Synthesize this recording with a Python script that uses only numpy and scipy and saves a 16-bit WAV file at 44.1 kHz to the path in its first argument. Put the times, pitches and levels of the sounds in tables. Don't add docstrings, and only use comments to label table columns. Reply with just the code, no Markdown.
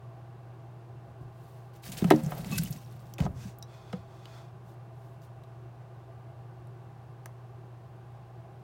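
import sys
import numpy as np
from scipy import signal
from scipy.fft import rfft, irfft, next_fast_len
from scipy.io import wavfile
from scipy.ndimage import map_coordinates

SR = 44100
rng = np.random.default_rng(int(sys.argv[2]) if len(sys.argv) > 2 else 0)


def dump(signal):
    limited = np.clip(np.atleast_2d(signal).T, -1, 1)
    pcm = np.round(limited * 32767).astype(np.int16)
    wavfile.write(sys.argv[1], SR, pcm)


N = 380583
TIME = np.arange(N) / SR
RING_TIME = TIME[:SR // 2]
LOW_CUT_HZ, TOP_HZ = 28, 16000


def amp(db):
    return 10 ** (np.asarray(db) / 20)


def unit_rms(x):
    return x / np.sqrt(np.mean(x ** 2) + 1e-20)


def unit_peak(x):
    return x / np.max(np.abs(x))


def add(track, start_s, sound):
    part = track[round(start_s * SR):][:len(sound)]
    part += sound[:len(part)]


def wobble(knots_per_s):
    return map_coordinates(rng.standard_normal(int(N * knots_per_s / SR) + 4), [TIME * knots_per_s])


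def filtered(x, response):
    size = next_fast_len(len(x) + 8192)
    hz = np.fft.rfftfreq(size, 1 / SR) + 0.00091
    return irfft(rfft(x, size) * response(hz), size)[:len(x)]


def coloured(x, spectrum):
    points_hz, db = np.transpose(spectrum)
    return unit_rms(filtered(x, lambda hz: amp(np.interp(np.log(hz), np.log(points_hz), db))))


def noise(spectrum, samples=N):
    return coloured(rng.standard_normal(samples), spectrum)


def resonances(peaks):
    hz = np.geomspace(20, SR / 2, 1500)
    power = sum((amp(db) / (1 + ((hz - centre) / width) ** 2)) ** 2 for centre, width, db in peaks)
    return np.column_stack([hz, 10 * np.log10(power)])


def crackle(spectrum, snaps_per_s, spread_db, friction):
    size, pitch, when = rng.random((int(snaps_per_s * N / SR), 3)).T[:, :, None]
    step = np.arange(144)
    hz = 1200 + pitch * (TOP_HZ - 1200)
    strength = amp(-spread_db * np.log(size + .03))
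    grains = strength * np.sin(2 * np.pi * hz * step / SR) * np.exp(-8 * step / len(step))
    positions = (when * N).astype(int) + step
    snaps = np.bincount(positions.ravel(), grains.ravel(), N)[:N]
    return coloured(unit_rms(snaps) + friction * rng.standard_normal(N), spectrum)


def fade(t60_s, rise_s):
    return np.exp(-np.log(1000) * RING_TIME / t60_s) * (1 - np.exp(-(RING_TIME / rise_s) ** 2))


def mode(hz, t60_s, rise_cycles):
    return np.sin(2 * np.pi * hz * RING_TIME) * fade(t60_s, rise_cycles / hz)


def stroke(start_s, length_s):
    fastest_s = start_s + 0.44 * length_s
    phase = np.interp(TIME, [start_s, fastest_s, start_s + length_s], [0, np.pi / 2, np.pi])
    return np.abs(np.sin(phase)) ** 1.66


# pitch_hz, rms_db
HUM_TONES = [(119.9, -48.5), (947.5, -74.5)]
# frequency_hz, density_db
AIR_SPECTRUM = [(20, -61), (33, -18.5), (70, -6), (145, 3), (200, -11.5), (270, -19.5), (500, -14),
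                (760, -12), (1150, -28.5), (1700, -28), (3000, -33.5), (5500, -41), (11000, -48),
                (16000, -47)]
# centre_hz, width_hz, level_db
FAN_RESONANCES = [(342.8, 28.6, 0), (380, 32.5, 1), (473, 18, -10), (665, 19, 1.5), (673, 22, -4.5),
                  (799, 33, 0), (1047, 68, -7), (1175, 48, -7.5), (1480, 210, -15), (2700, 47, -21.5),
                  (2950, 120, -34), (8930, 250, -36.5)]

def room_tone():
    hum = np.zeros(N)
    for hz, db in HUM_TONES:
        amplitude = np.sqrt(2) * amp(db + 0.69 * wobble(2.86))
        hum += amplitude * np.sin(2 * np.pi * hz * TIME + 0.062 * wobble(4.3))
    return hum + amp(-53.5) * noise(AIR_SPECTRUM) + amp(-57.5) * noise(resonances(FAN_RESONANCES))


def wall_reverb(x, t60_s, wet_db):
    spectrum = [(100, -10), (500, -7), (1200, -2), (4000, -2), (16000, -6)]
    tail = noise(spectrum, len(RING_TIME)) * fade(t60_s, 0.0025)
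    return x + amp(wet_db) * signal.fftconvolve(x, tail / np.linalg.norm(tail))[:N]


# delay_s, level_db
PANE_ECHOES = [(.0011, -23.5), (.0019, -22), (.0031, -15), (.0044, -15)]

def pane_reflections(x):
    echoes = lambda hz: sum(amp(db) * np.exp(-2j * np.pi * hz * delay_s) for delay_s, db in PANE_ECHOES)
    return filtered(x, lambda hz: 1 + echoes(hz) * hz ** 2 / (hz ** 2 + 900 ** 2))


# start_s, level_db, t60_s
WEIGHT_SHIFTS = [(1.07, -48, 0.34), (1.205, -40.5, 0.27), (3.2, -29.5, 0.74), (3.94, -45, .5)]
# frequency_hz, density_db
SHUDDER_SPECTRUM = [(18, -34), (30, 2), (45, -20), (70, 3), (130, 2), (250, -10), (800, -54)]

def floor_shudder():
    envelope = np.zeros(N)
    for start_s, db, t60_s in WEIGHT_SHIFTS:
        add(envelope, start_s, amp(db) * fade(t60_s, rise_s=0.0052))
    return envelope * noise(SHUDDER_SPECTRUM)


# start_s, length_s, level_db
CREEP_STROKES = [(1.257, 0.53, -69.5), (4.625, 0.16, -71), (4.88, 0.37, -74.5), (5.204, 0.086, -66.5)]
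# frequency_hz, density_db
CREEP_SPECTRUM = [(1500, -25), (3500, -2), (7000, -7), (11000, -6.5), (16000, -6)]

def creep():
    speed = sum(amp(db) * stroke(start_s, length_s) for start_s, length_s, db in CREEP_STROKES)
    return speed * crackle(CREEP_SPECTRUM, snaps_per_s=1300, spread_db=3, friction=1.7)


# start_s, length_s, rub_db, hiss_db
SLIDE_STROKES = [(3.324, 0.25, -66, -55.5), (3.645, 0.22, -60.5, -66), (3.773, 0.31, -61.5, -67.5),
                 (3.978, 0.5, -66, -70), (4.216, 0.32, -59.5, -66.5)]
# centre_hz, width_hz, level_db
RUB_RESONANCES = [(960, 420, 3.5), (1390, 120, 1.5), (2010, 280, -5), (2480, 64, 1.5), (3420, 190, 1.5),
                  (3910, 41, -2), (4270, 90, -4), (4520, 60, -3), (4850, 150, -9), (5270, 110, -8)]
# frequency_hz, density_db
HISS_SPECTRUM = [(1500, -2), (4000, -6.5), (5800, -2.5), (7500, -6.5), (10200, -13), (12600, -15),
                 (15500, -13)]

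def scale_slide():
    rub = sum(amp(db) * stroke(start_s, length_s) for start_s, length_s, db, _ in SLIDE_STROKES)
    hiss = sum(amp(db) * stroke(start_s, length_s) for start_s, length_s, _, db in SLIDE_STROKES)
    flutter = amp(.8 * wobble(60))
    return flutter * (rub * noise(resonances(RUB_RESONANCES)) + hiss * noise(HISS_SPECTRUM))


# frequency_hz, density_db
SCRAPE_SPECTRUM = [(250, -8), (500, 20), (1100, 8), (1800, 0), (3000, -6), (7000, -6.5), (10000, -19),
                   (16000, -22)]

def rim_scrape(start_s=3.18, length_s=0.082, level_db=-43, rise_s=0.0094, t60_s=0.034):
    grip = np.clip((TIME - start_s) / rise_s, 0, 1)
    release = np.exp(-np.log(1000) * np.maximum(TIME - start_s - length_s, 0) / t60_s)
    scrape = crackle(SCRAPE_SPECTRUM, snaps_per_s=2000, spread_db=3.5, friction=1.2)
    return amp(level_db) * grip * release * scrape


# start_s, end_s, ticks_per_s, level_db
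TICK_SPELLS = [(2.152, 2.749, 18, -37), (2.753, 3.004, 8, -50)]

def stray_ticks(centre_hz=8050, t60_s=0.017, scatter_db=5):
    rows = []
    for start_s, end_s, ticks_per_s, db in TICK_SPELLS:
        length_s = end_s - start_s
        for when, size, pitch in rng.random((round(length_s * ticks_per_s), 3)):
            hz = centre_hz * 2 ** (2 * pitch - 1)
            rows.append((start_s + when * length_s, db + scatter_db * (2 * size - 1), hz, t60_s))
    return rows


# start_s, level_db, centre_hz, t60_s
SNAPS = [(1.919, -36, 7280, 0.035), (2.0422, -26.5, 2470, 0.028), (2.1041, -9.5, 1910, 0.011),
         (2.1046, -15, 12900, 0.0049), (2.120, -26, 3450, 0.016), (2.381, -36, 14000, .018),
         (2.4457, -28.5, 2800, 0.01), (2.578, -22, 12100, .036), (2.612, -35, 8400, 0.019),
         (2.635, -21, 13900, 0.013), (2.708, -32.5, 12600, .018), (2.726, -34, 5900, .027),
         (3.138, -31.5, 5800, 0.0085), (3.138, -30, 15000, 0.0063), (3.183, -33, 2770, 0.019),
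         (3.2029, -29, 2360, 0.014), (3.586, -38.5, 14300, 0.016), (3.9273, -40.5, 4900, 0.012),
         (4.256, -34, 3000, 0.0067), (5.2185, -54, 5000, .018), (5.436, -49.5, 3300, .018),
         (6.671, -55, 9000, .015), (7.2581, -35, 8800, .007), (7.2585, -27.5, 1600, 0.0072)]

def clicks():
    out = np.zeros(N)
    for start_s, db, centre_hz, t60_s in SNAPS + stray_ticks():
        band = lambda hz: amp(-22.5) + 1 / (1 + (np.log2(hz / centre_hz) / 0.33) ** 2)
        colour = lambda hz: band(hz) * hz ** 2 / (hz ** 2 + 1100 ** 2)
        burst = unit_rms(filtered(rng.standard_normal(len(RING_TIME)), colour))
        envelope = fade(t60_s, .0002) + amp(-24.5) * fade(0.02, .003)
        add(out, start_s, amp(db - 5.5) * burst * envelope)
    return out


# pitch_hz, level_db, t60_s
TONG_MODES = [(1153, -39.5, 0.11), (2597, -41.5, 1), (4330, -42, .055), (6760, -45, .09)]

def tong_ring(start_s=2.521, free_s=.056):
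    out = np.zeros(N)
    ring = sum(amp(db) * mode(hz, t60_s, rise_cycles=2.1) for hz, db, t60_s in TONG_MODES)
    free = 1 / (1 + (RING_TIME / free_s) ** 12)
    damped = .2 * (1 - free) * fade(.5, .001)
    add(out, start_s, ring * (free + damped))
    return out


# pitch_hz, level_db, t60_s
BOWL_MODES = [(3900, -43.5, 0.032), (5340, -42, 0.025), (5800, -36.5, 0.015), (8850, -61, .025)]

def bowl_tap(start_s=3.6255):
    out = np.zeros(N)
    ring = sum(amp(db) * mode(hz, t60_s, rise_cycles=0.85) for hz, db, t60_s in BOWL_MODES)
    contact = amp(-45) * rng.standard_normal(len(RING_TIME)) * fade(0.022, 0.00024)
    add(out, start_s, ring + contact)
    return out


# frequency_hz, density_db
SLAP_SPECTRUM = [(800, -19), (1530, -11), (2000, -5.5), (3200, -7.5), (5000, 0.5), (7500, -3),
                 (11000, -2.5), (16000, -24.5)]
# start_s, pitch_hz, level_db, t60_s
BUBBLE_MODES = [(2.582, 1520, -29.5, 0.028), (2.583, 5070, -34, 0.028), (2.583, 7330, -27, 0.023),
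                (2.659, 2980, -35.5, 0.017), (2.783, 5770, -53.5, 0.047), (2.848, 5600, -52, 0.024)]
# frequency_hz, density_db
FIZZ_SPECTRUM = [(4000, -20), (8000, -7), (12000, 4), (16000, -10)]

def splash(slap_s=2.580, fizz_s=3):
    out = np.zeros(N)
    add(out, slap_s, amp(-18) * noise(SLAP_SPECTRUM, len(RING_TIME)) * fade(0.028, 0.0032))
    for start_s, hz, db, t60_s in BUBBLE_MODES:
        add(out, start_s, amp(db) * mode(hz, t60_s, rise_cycles=1.5))
    add(out, fizz_s, amp(-57) * noise(FIZZ_SPECTRUM, len(RING_TIME)) * fade(0.3, 0.3))
    return out


# time_s, effort_db
EFFORT = [(1.86, -59), (2.03, -53), (2.18, -58.5), (2.35, -58), (2.48, -52), (2.525, -45), (2.70, -51.5),
          (2.85, -65.5), (3.13, -71)]
# start_s, level_db, rise_s, t60_s
PUSHES = [(1.731, -59, .004, .25), (1.817, -35.5, 0.035, 0.26), (1.914, -34.5, 0.007, 0.079),
          (1.966, -26.5, 0.018, 0.085)]
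# frequency_hz, density_db
SHAVINGS_SPECTRUM = [(700, -20), (1500, -0.5), (2600, 2), (5000, 0), (8000, -2), (12000, -4.5),
                     (16000, -1.5)]
# frequency_hz, density_db
BODY_RUB_SPECTRUM = [(200, -28.5), (350, -1.5), (750, 0.5), (1000, -8.5), (1400, -11), (2500, -18.5),
                     (6000, -26)]
# frequency_hz, density_db
RUMBLE_SPECTRUM = [(20, -32.5), (32, -27), (50, -0.5), (100, -5.5), (165, -5), (230, -5), (400, -20),
                   (1000, -42)]

def rustle():
    times_s, effort_db = np.transpose(EFFORT)
    effort = amp(np.interp(TIME, times_s, effort_db, left=-200, right=-200))
    pushes = np.zeros(N)
    for start_s, db, rise_s, t60_s in PUSHES:
        add(pushes, start_s, amp(db) * fade(t60_s, rise_s))
    shavings = crackle(SHAVINGS_SPECTRUM, snaps_per_s=2000, spread_db=4, friction=1.05)
    rub_level = amp(-44.5) * unit_peak(effort) ** 0.25 * stroke(start_s=1.77, length_s=1.0)
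    rub = rub_level * amp(2 * wobble(50)) * noise(BODY_RUB_SPECTRUM)
    shavings_level = (effort + pushes) * amp(2.6 * wobble(60))
    rumble = effort * amp(6) * noise(RUMBLE_SPECTRUM)
    return shavings_level * shavings + rub + rumble


# start_s, level_db, pitch_hz,
# t60_s
SOFT_BLOWS = [(2.023, -13.5, 195, 0.033), (2.0454, -12.5, 178, .1), (2.079, -21.5, 156.7, 0.48),
              (2.134, -17.5, 154, 0.11), (2.232, -23.5, 161, 0.076), (2.259, -20, 155, 0.12),
              (2.318, -28.5, 150, 0.091), (2.393, -27.5, 162, 0.08), (2.52, -26.5, 193.6, 0.13),
              (2.59, -20.5, 164.7, 0.22), (2.704, -30.5, 152, 0.22), (3.202, -14.5, 150, 0.051),
              (3.204, -27, 74, .12), (3.246, -22.5, 163, 0.17), (3.268, -22.5, 169, 0.089),
              (3.45, -32, 193, 0.11), (3.933, -33, 493, .09), (3.934, -24.5, 182, 0.088)]

def thumps(bumps_per_s=20, bump_hz=161, over_effort_db=19.5):
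    out = np.zeros(N)
    times_s, effort_db = np.transpose(EFFORT)
    beats_s = np.arange(times_s[0], times_s[-1], 1 / bumps_per_s)
    bumps = []
    for beat_s, (late, size, pitch) in zip(beats_s, rng.random((len(beats_s), 3)) - .5):
        db = np.interp(beat_s, times_s, effort_db) + over_effort_db + 6 * size
        bumps.append((beat_s + late / bumps_per_s, db, bump_hz * 2 ** (.5 * pitch), .13))
    for start_s, db, hz, t60_s in SOFT_BLOWS + bumps:
        add(out, start_s, amp(db - 1.5) * unit_peak(mode(hz, t60_s, rise_cycles=1)))
    return out


# start_s, level_db, low_cut_hz, tilt_db_per_octave, ring_time_ratio
HARD_BLOWS = [(2.022, -21.5, 150, -7.5, .33), (2.042, -23.5, 400, -3, .47), (2.108, -4, 151, -1, 0.77),
              (2.1187, -9.5, 249, -4, 0.31), (2.134, -13, 200, -13.5, 0.54), (2.319, -26.5, 720, -5, 1.1),
              (3.187, -33, 500, -9, 0.4), (3.2623, -24, 705, -10, 0.8), (3.9293, -30, 440, 1, 0.84),
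              (7.2587, -39.5, 646, -4.5, 0.47)]
# pitch_hz, level_db, t60_s
ENCLOSURE_MODES = [(231, -11, 0.37), (308.7, -3.5, 0.23), (398, -1.5, 0.17), (528.3, -20.5, 0.61),
                   (573, -15.5, 0.21), (624, -6.5, 0.098), (718, 5, 0.028), (850, -4.5, 0.052),
                   (1008, -11.5, 0.089), (1248, -9, 0.083), (1367, -2.5, 0.025), (1620, -14.5, 0.065),
                   (1840, -17.5, 0.083), (2142, -12, 0.06), (2940, -17, 0.062), (3330, -11.5, .035),
                   (4010, -16, 0.07)]
# frequency_hz, density_db
RATTLE_SPECTRUM = [(200, -27), (700, -2), (1800, -4.5), (4000, -20), (7000, -20), (14000, -41)]

def knocks():
    out = np.zeros(N)
    for start_s, db, low_cut_hz, tilt_db, ring_ratio in HARD_BLOWS:
        tilt = lambda hz: amp(tilt_db * np.log2(np.maximum(hz, 200) / 700))
        force = lambda hz: tilt(hz) / (1 + (low_cut_hz / hz) ** 4)
        ring = np.zeros(len(RING_TIME))
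        for k, (hz, mode_db, t60_s) in enumerate(ENCLOSURE_MODES):
            weight = (-1) ** k * amp(mode_db + rng.normal(0, 0.39)) * force(hz)
            ring += weight * mode(hz, t60_s * ring_ratio, rise_cycles=0.63)
        rattle = unit_rms(filtered(noise(RATTLE_SPECTRUM, len(RING_TIME)), force))
        rattle *= amp(-13.5) * fade(.05 * ring_ratio, 0.0014)
        add(out, start_s, amp(db) * (unit_peak(ring) + rattle))
    return out


def scene():
    impacts = thumps() + knocks() + clicks() + tong_ring() + bowl_tap() + splash()
    enclosure = wall_reverb(impacts, t60_s=0.12, wet_db=-16)
    enclosure += rustle() + creep() + floor_shudder() + rim_scrape() + scale_slide()
    return (amp(-0.18) * pane_reflections(enclosure) + room_tone())[None]


def record(dry):
    low_cut = signal.butter(4, LOW_CUT_HZ, "highpass", fs=SR, output="sos")
    return np.array([filtered(x, lambda hz: hz < TOP_HZ) for x in signal.sosfilt(low_cut, dry)])


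dry = scene()
out = record(dry)
dump(out)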